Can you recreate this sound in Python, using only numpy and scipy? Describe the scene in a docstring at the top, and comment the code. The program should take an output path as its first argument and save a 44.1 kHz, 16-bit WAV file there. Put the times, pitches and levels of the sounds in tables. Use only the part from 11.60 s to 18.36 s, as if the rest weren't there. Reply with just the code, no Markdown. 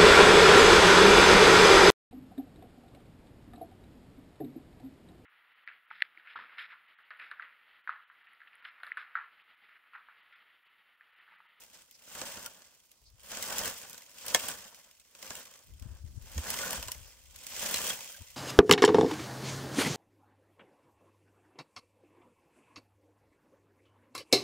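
"""A dead limb is wrenched to and fro on a tree on an open hillside, some metres from a hand-held phone.
With each pull its dry twigs scrape and crackle against each other and some snap; once the limb itself cracks.
Leaves hiss faintly all the while, and in the second half gusts buffet the microphone."""
import sys
import numpy as np
from scipy import signal
from scipy.fft import rfft, irfft, next_fast_len
from scipy.io import wavfile
from scipy.ndimage import uniform_filter1d

SR = 44100
rng = np.random.default_rng(int(sys.argv[2]) if len(sys.argv) > 2 else 0)


def to_wav(sig):
    """Store sig (one row per channel, or 1-D mono) as 16-bit WAV at the path in sys.argv[1].

    Samples outside -1..1 are clipped; the rate is SR.
    """
    pcm = np.clip(np.atleast_2d(sig), -1, 1) * 32767
    pcm = np.round(pcm).astype(np.int16)
    wavfile.write(sys.argv[1], SR, pcm.T)  # frames by channels


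N = 298116

# the clearest twigs snapping: (s, level over the first 10 ms dB, thickness 0-1)
SNAPS = [(.31, -59, .05), (.474, -59, 1.0), (.551, -46, .95), (.614, -38.5, .85), (.771, -47, .85), (.86, -42, .25), (1.019, -57, .65),
         (1.315, -61.5, .05), (1.716, -43, .6), (1.769, -43, .95), (1.824, -38, .2), (1.982, -33.5, .25), (1.989, -35, .5),
         (2.056, -38, .35), (2.076, -38.5, .2), (2.232, -52, .9), (2.329, -50, .15), (2.343, -50, .6), (2.378, -49, .4), (2.681, -38.5, .2), (2.884, -37, .1),
         (3.311, -61, .2), (3.397, -61, .15), (3.549, -54, .65), (3.626, -45, .4), (3.704, -40.5, .85), (3.752, -45, .3), (3.937, -56, .5), (4.196, -61, .1), (4.222, -58, .7), (4.778, -39, .75),
         (4.902, -35.5, .05), (4.939, -39, .8), (5.106, -37, .2), (5.226, -39.5, .5), (5.282, -41, .6), (5.317, -38.5, .05),
         (5.759, -51.5, .2), (5.866, -43, .25), (6.141, -30, .45), (6.3, -39, .9)]
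# the limb breaking, levels over the first 10 ms: (s, woody body dB, bite dB, splinters dB)
BREAK = (2.7466, -29, -21.3, -28.5)
# what the limb rings with: (Hz, dB, t60 s)
LIMB = [(507, -0.5, 0.08), (603, 4.5, 0.11), (712, 0, .08), (903, -5, 0.15), (1045, -9.5, 0.064), (1310, -4, 0.056), (1750, 8, 0.093), (1804, 20, 0.027), (2150, 9, .07), (2830, 5.5, 0.047), (3300, 17, 0.036)]
# the three ranges of a crack, body, bite and splinters: (low Hz, high Hz, rise s, decay s, share scattered by the thicket dB)
RANGES = [(40, 1900, .0017, .005, -7), (1924, 8350, .00025, .0023, -12), (8330, 15700, .0001, .0017, -15)]
# colour of the dry wood and of the leaves: (Hz, dB per Hz)
WOOD = [(40, -3), (80, -1), (140, -4), (210, 2), (380, -7), (570, 5), (790, -4), (1050, 2), (1250, -3), (1550, 1.5), (2050, -1), (2900, 2), (4200, -1), (5300, 2.5)]
SPLINTERS = [(7800, 3), (9000, -3), (11000, -4.5), (15500, -3.5)]
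LEAVES = [(30, 3), (100, 2), (250, 4), (600, 0), (1200, -1), (2200, -22.5), (4000, 0), (5200, 4), (7900, -2.5), (9500, -0.5), (11000, -5), (16000, -5)]
# likeness of the two microphone ports: (Hz, correlation)
LIKENESS = [(60, 0.48), (250, 0.89), (600, 0.97), (1500, 0.73), (2700, .58), (4000, 0.13), (8000, 0.16), (15000, 0.079)]
WIND_COLOUR = [(20, -16), (45, -1.5), (70, 2), (110, -10), (200, -23.5), (400, -32), (1200, -63)]  # (Hz, dB per Hz)
# the hardest buffets: (s, peak dB, Hz, half length s, left minus right dB)
BUFFETS = [(1.545, -58, 104, .011, 14), (4.223, -37, 72, .009, 19), (4.263, -35.5, 112, .0074, 20), (4.447, -37, 84, .0065, 22),
           (4.577, -36, 101, .0076, 31), (4.783, -28.5, 72.5, .023, -1.5), (5.194, -41, 61, .02, 6), (6.615, -44, 88, .013, 12)]
PORT_LAG_S = 5.5e-5
TOP_HZ = 15950  # fixed
T = np.arange(N) / SR
# sticks knocking together: (s, peak dB, Hz)
KNOCKS = [(.863, -41, 1410), (3.706, -42, 1646), (5.028, -30, 1470), (5.284, -39, 1051), (6.143, -25, 4100), (6.303, -26, 3280), (6.543, -48, 1603), (6.578, -53, 700)]
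# light brushes of twigs and leaves between the pulls: (s, dB, Hz, half length s)
BRUSHES = [(.17, -68, 1950, .06), (.35, -63, 5000, .02), (1.475, -65, 4500, .02), (4.57, -65, 7640, .025), (5.488, -62, 5160, .04)]
# pulls on the limb: (full force at s, held for s, fine twigs dB, thick sticks dB, build-up s, growth while held dB)
PULLS = [(0.0, .02, -54.5, -63, .1, 0), (.15, .06, -58.5, -69, .25, 0), (.6, .25, -45, -50.5, .25, -3), (1.72, .36, -39.5, -45, .14, 6),
         (2.69, .23, -41, -47, .25, 1), (3.65, .14, -47, -53, .19, 3), (4.23, .14, -65, -67, .1, 1),
         (4.91, .26, -38, -43.5, .32, 0), (6.03, .28, -34.5, -43.5, .33, 2)]
BUILD_DB = 24  # rise over the build-up
RELEASE_DB_PER_S = 180  # the scraping stops as the hands let go ...
SETTLE_DB, SETTLE_DB_PER_S = -6, 42  # ... and the crown sways to rest
REST_DB = (-71.5, -87)  # twigs and sticks stirring between pulls
STICK_SWELL = 1.25  # the sticks come in and drop out more steeply than the twigs
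THIN_DB, THICK_DB = (-20, 0, 3), (0, 0, -13)  # body, bite and splinters of the thinnest and the thickest twig
SMALL_SNAPS_PER_S, SMALL_SNAP_DB, SMALL_SNAP_SPREAD_DB = 4, -4.5, 2  # lesser snaps, relative to the crackle around them
# gusts on the microphone: (arrives s, lasts s, level dB)
GUSTS = [(1.44, .11, -66), (4.1, .22, -47.5), (4.4, .55, -51.5), (5.15, .25, -54.5), (5.56, .15, -58.5), (5.87, .02, -53), (6.0, .15, -63), (6.6, .15, -62.5)]
GUST_RISE_DB_PER_S, GUST_FALL_DB_PER_S = 330, 90


def undb(db):
    """Decibels to gain."""
    return 10 ** (np.asarray(db) / 20)


def unit(x):
    """Scale to rms 1."""
    return x / np.sqrt(np.mean(x ** 2))


def along(points, hz):
    """Read (Hz, value) points on a log-frequency axis."""
    at, value = np.transpose(points)
    return np.interp(np.log(hz + 1), np.log(at), value)


def walk(rate):
    """Slow chance: random levels joined smoothly, spread near 1."""
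    k = max(int(SR / rate), 1)
    return 1.56 * uniform_filter1d(np.repeat(rng.standard_normal(N // k + 1), k), k)[:N]


def port_noise(colour, low_hz=20, high_hz=20000):
    """Coloured noise at two ports: alike in the bass, unrelated in the treble, reaching the left port first."""
    size = next_fast_len(N)
    hz = np.arange(size // 2 + 1) * SR / size
    mid, side = rfft(rng.standard_normal((2, size)))
    alike = np.clip(along(LIKENESS, hz), 0, 1)
    mid, side = mid * np.sqrt(1 + alike), side * np.sqrt(1 - alike)
    pair = np.array([mid + side, (mid - side) * np.exp(-2j * np.pi * hz * PORT_LAG_S)])
    return unit(irfft(pair * undb(along(colour, hz)) * (hz > low_hz) * (hz < high_hz), size)[:, :N])


def spread(x, pan_db):
    """Lean a sound to the left (+) or right (-)."""
    return x * undb(np.array([[pan_db], [-pan_db]]) / 2)


def crack(grain, range_db, thicket_s, slope_db=-36, slope_s=0.048, size=11000):
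    """One fracture: a sharp front whose lows come later, scattered by the thicket and faintly by the slope."""
    t, out = T[:size], 0
    for noise, db, (_, _, rise_s, decay_s, scatter_db) in zip(grain, range_db, RANGES):
        start = rng.integers(N - size)
        fall = np.exp(-t / decay_s) + undb(scatter_db) * np.exp(-t / thicket_s) + undb(slope_db) * np.exp(-t / slope_s)
        burst = noise[:, start:start + size] * (1 - np.exp(-t / rise_s)) * fall
        out = out + undb(db) * burst / burst[:, t < .01].std()  # fixed
    return out


def add(track, s, sound):
    """Mix a sound in at time s."""
    start = max(int(s * SR), 0)
    track[:, start:start + sound.shape[1]] += sound[:, :N - start]


def crackle(grain, range_db, level_db, rate, scatter_db, spurt_db, ring_db, lowest_hz, count=14):
    """Many twigs, each with its own tick, catch and slip in spurts; a harder pull brings more slips."""
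    size = next_fast_len(N + 12000)  # fixed
    busy = rate * undb(.35 * (level_db - level_db.max()))
    share = np.array([undb(spurt_db * walk(35)) for _ in range(count)])
    share = share / np.sqrt(np.mean(share ** 2, axis=0))  # the load passes from twig to twig
    ticks = 0
    for load in share:
        slips = np.flatnonzero(rng.random(N) < busy / count / SR)
        strength = unit(undb(scatter_db * np.minimum(rng.exponential(size=len(slips)), 3)))
        force = np.zeros(N)
        force[slips] = strength * rng.choice([-1, 1], len(slips)) * (load * undb(level_db) / np.sqrt(busy / SR))[slips]
        tick = twig(crack(grain, range_db + 2 * rng.standard_normal(3), thicket_s=.011), ring_db, lowest_hz)
        ticks = ticks + rfft(force, size) * rfft(tick / np.sqrt(np.sum(tick ** 2) / 2), size)
    return irfft(ticks, size)[:, :N]


def dragging(grain, twig_db, stick_db):
    """Thick sticks scrape low, fine twigs crackle high, and dry bark rubs as a hiss under both."""
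    sticks = crackle(grain, np.array([0., -4, -30]), stick_db, rate=1600, scatter_db=3.5, spurt_db=5, ring_db=3, lowest_hz=(500, 1500))
    twigs = crackle(grain, np.array([-30., 0, -5]), twig_db, rate=2400, scatter_db=4, spurt_db=4.2, ring_db=2, lowest_hz=(1900, 3400))
    rub = (grain[1] * undb(2.0 * walk(90)) + undb(-6.5) * grain[2] * undb(2 * walk(120))) * undb(twig_db)
    bough = grain[0] * undb(stick_db - 4.5 + 2.3 * walk(40))  # the heavy wood grates too
    return undb(-.5) * sticks + bough + spread(undb(-2) * twigs + undb(-7) * rub, -.4)


def snapping(grain, twig_db, tear_s=.003, fibre_db=-18, count=3):
    """A few fibres tear first, then the twig parts and rings: thick ones with more body, thin ones with more splinters."""
    out = np.zeros((2, N))
    for s, db, thickness in SNAPS + small_snaps(twig_db):
        range_db = db + (1 - thickness) * np.array(THIN_DB) + thickness * np.array(THICK_DB)
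        for early in rng.random(count):
            add(out, s - early * tear_s, undb(fibre_db - 7.2 * early) * crack(grain, range_db, thicket_s=.006))
        add(out, s + .001, twig(crack(grain, range_db, thicket_s=.011), ring_db=-1, lowest_hz=(900, 3200)))
    return spread(out, -0.9)


def breaking(grain, tear_db=-39, front_db=-8, ring_db=-34, front_s=.0006, echo_s=.013, size=11000):
    """The limb tears, gives with one loud crack that the ground throws back, and rings briefly in its own modes."""
    s, *range_db = BREAK
    t, out = T[:size], np.zeros((2, N))
    ring = sum(undb(db) * np.sin(2 * np.pi * (hz * t + rng.random())) * undb(-60 * t / t60) for hz, db, t60 in LIMB)
    ring = undb(ring_db) * ring * (1 - np.exp(-t / 0.0012))
    front = undb(front_db) * (grain[1] + undb(-6) * grain[2])[:, :size] * np.exp(-t / front_s)
    add(out, s - .0045, undb(tear_db) * crack(grain, (-20, -4, -4), thicket_s=.006))
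    add(out, s, front + ring + crack(grain, range_db, thicket_s=.012, size=size))
    add(out, s + echo_s, undb(-14) * crack(grain, range_db, thicket_s=.016))
    thin = signal.butter(2, 220, "high", fs=SR, output="sos")  # the break carries no deep bass
    return spread(signal.sosfilt(thin, out), -1)


def foliage():
    """Green leaves stir in the breeze, a little more on the right; now and then a spray brushes past another."""
    hiss = port_noise(LEAVES)
    brush = sum(unit(resonate(hiss, hz, 4)) * undb(db) * np.exp(-((T - s) / half_s) ** 2) for s, db, hz, half_s in BRUSHES)
    return spread(hiss * undb(-71.5 + 1.2 * walk(4.6) + 1 * walk(30)), -5.0) + brush * undb(2.5 * walk(120))


def wind(calm_db=-84):
    """Eddies rumble on each port separately; the strongest push the diaphragms for a few slow cycles."""
    out = spread(port_noise(WIND_COLOUR) * undb(np.maximum(gusting(), calm_db) - 3.5 + 2.6 * walk(24)), 8.4)
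    flutter = port_noise([(60, 1.5), (250, -2), (450, -21.5), (1500, -52)])
    for s, db, hz, half_s, pan_db in BUFFETS:
        t = T[:SR // 4] - .125  # fixed
        start = rng.integers(N - len(t))
        push = np.cos(2 * np.pi * (hz * t + rng.random())) + .19 * flutter[:, start:start + len(t)]
        add(out, s + t[0], spread(undb(db) * np.exp(-(t / half_s) ** 2) * push, pan_db) / np.mean(undb([pan_db / 2, -pan_db / 2])))
    return out


def resonate(x, hz, q):
    """One resonance, gain 1 at its centre."""
    return signal.lfilter(*signal.iirpeak(min(hz, SR / 3), q, fs=SR), x)


def twig(x, ring_db, lowest_hz, q=14):
    """A twig of random length moves part of the energy into the first bending modes of a bar."""
    hz = np.exp(rng.uniform(*np.log(lowest_hz)))
    modes = sum(resonate(x, hz * ratio, q) for ratio in (1, 2.76, 5.4))  # fixed
    return unit(x + undb(ring_db) * modes) * x.std()


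def knocking(grain, t60=.028, size=6000):
    """A stick strikes another and sounds one short woody note with a weaker overtone."""
    out = np.zeros((2, N))
    for s, db, hz in KNOCKS:
        blow = crack(grain, (0, 0, -20), thicket_s=0.011, size=size)
        note = resonate(blow, hz, hz * t60 / 2) + undb(-9) * resonate(blow, 2.76 * hz, hz * t60 / 2)
        add(out, s, undb(db) * note / np.abs(note).max())
    return out


def pulling(levels_db, rest_db, swell=1):
    """Level of the rustle in dB: each pull builds up, holds, lets go, and leaves the crown settling."""
    power = undb(rest_db) ** 2
    for (s, hold_s, _, _, build_s, growth_db), db in zip(PULLS, levels_db):
        before, after = np.maximum(s - T, 0), np.maximum(T - s - hold_s, 0)
        held = db + growth_db * (np.clip((T - s) / hold_s, 0, 1) - .5)
        release = np.maximum(-RELEASE_DB_PER_S * after, SETTLE_DB - SETTLE_DB_PER_S * after)
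        power = power + undb(held + swell * (release - BUILD_DB * before / build_s)) ** 2
    return 10 * np.log10(power)


def small_snaps(twig_db):
    """Lesser twigs give way at random, as loud as the pull allows: rows like those of SNAPS."""
    draws = rng.random((64, 3))[:int(SMALL_SNAPS_PER_S * N / SR)]  # fixed
    return [(when * T[-1], twig_db[int(when * N)] + SMALL_SNAP_DB + SMALL_SNAP_SPREAD_DB * (2 * force - 1), thickness)
            for when, force, thickness in draws]


def gusting():
    """Level of the wind in dB: each gust arrives quickly, blows a while and dies away."""
    return np.max([db - GUST_RISE_DB_PER_S * np.maximum(s - T, 0) - GUST_FALL_DB_PER_S * np.maximum(T - s - lasts_s, 0)
                   for s, lasts_s, db in GUSTS], axis=0)


def scene():
    """Wood, leaves and wind together."""
    grain = [port_noise(colour, low, high) for colour, (low, high, *_) in zip((WOOD, WOOD, SPLINTERS), RANGES)]
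    _, _, twigs_db, sticks_db, _, _ = np.transpose(PULLS)
    twig_db, stick_db = pulling(twigs_db, REST_DB[0]), pulling(sticks_db, REST_DB[1], STICK_SWELL)
    return dragging(grain, twig_db, stick_db) + snapping(grain, twig_db) + knocking(grain) + breaking(grain) + foliage() + wind()


def record(dry):
    """The phone cuts the top."""
    return signal.sosfilt(signal.ellip(10, .2, 70, TOP_HZ, fs=SR, output="sos"), dry)


dry = scene()
out = record(dry)
to_wav(out)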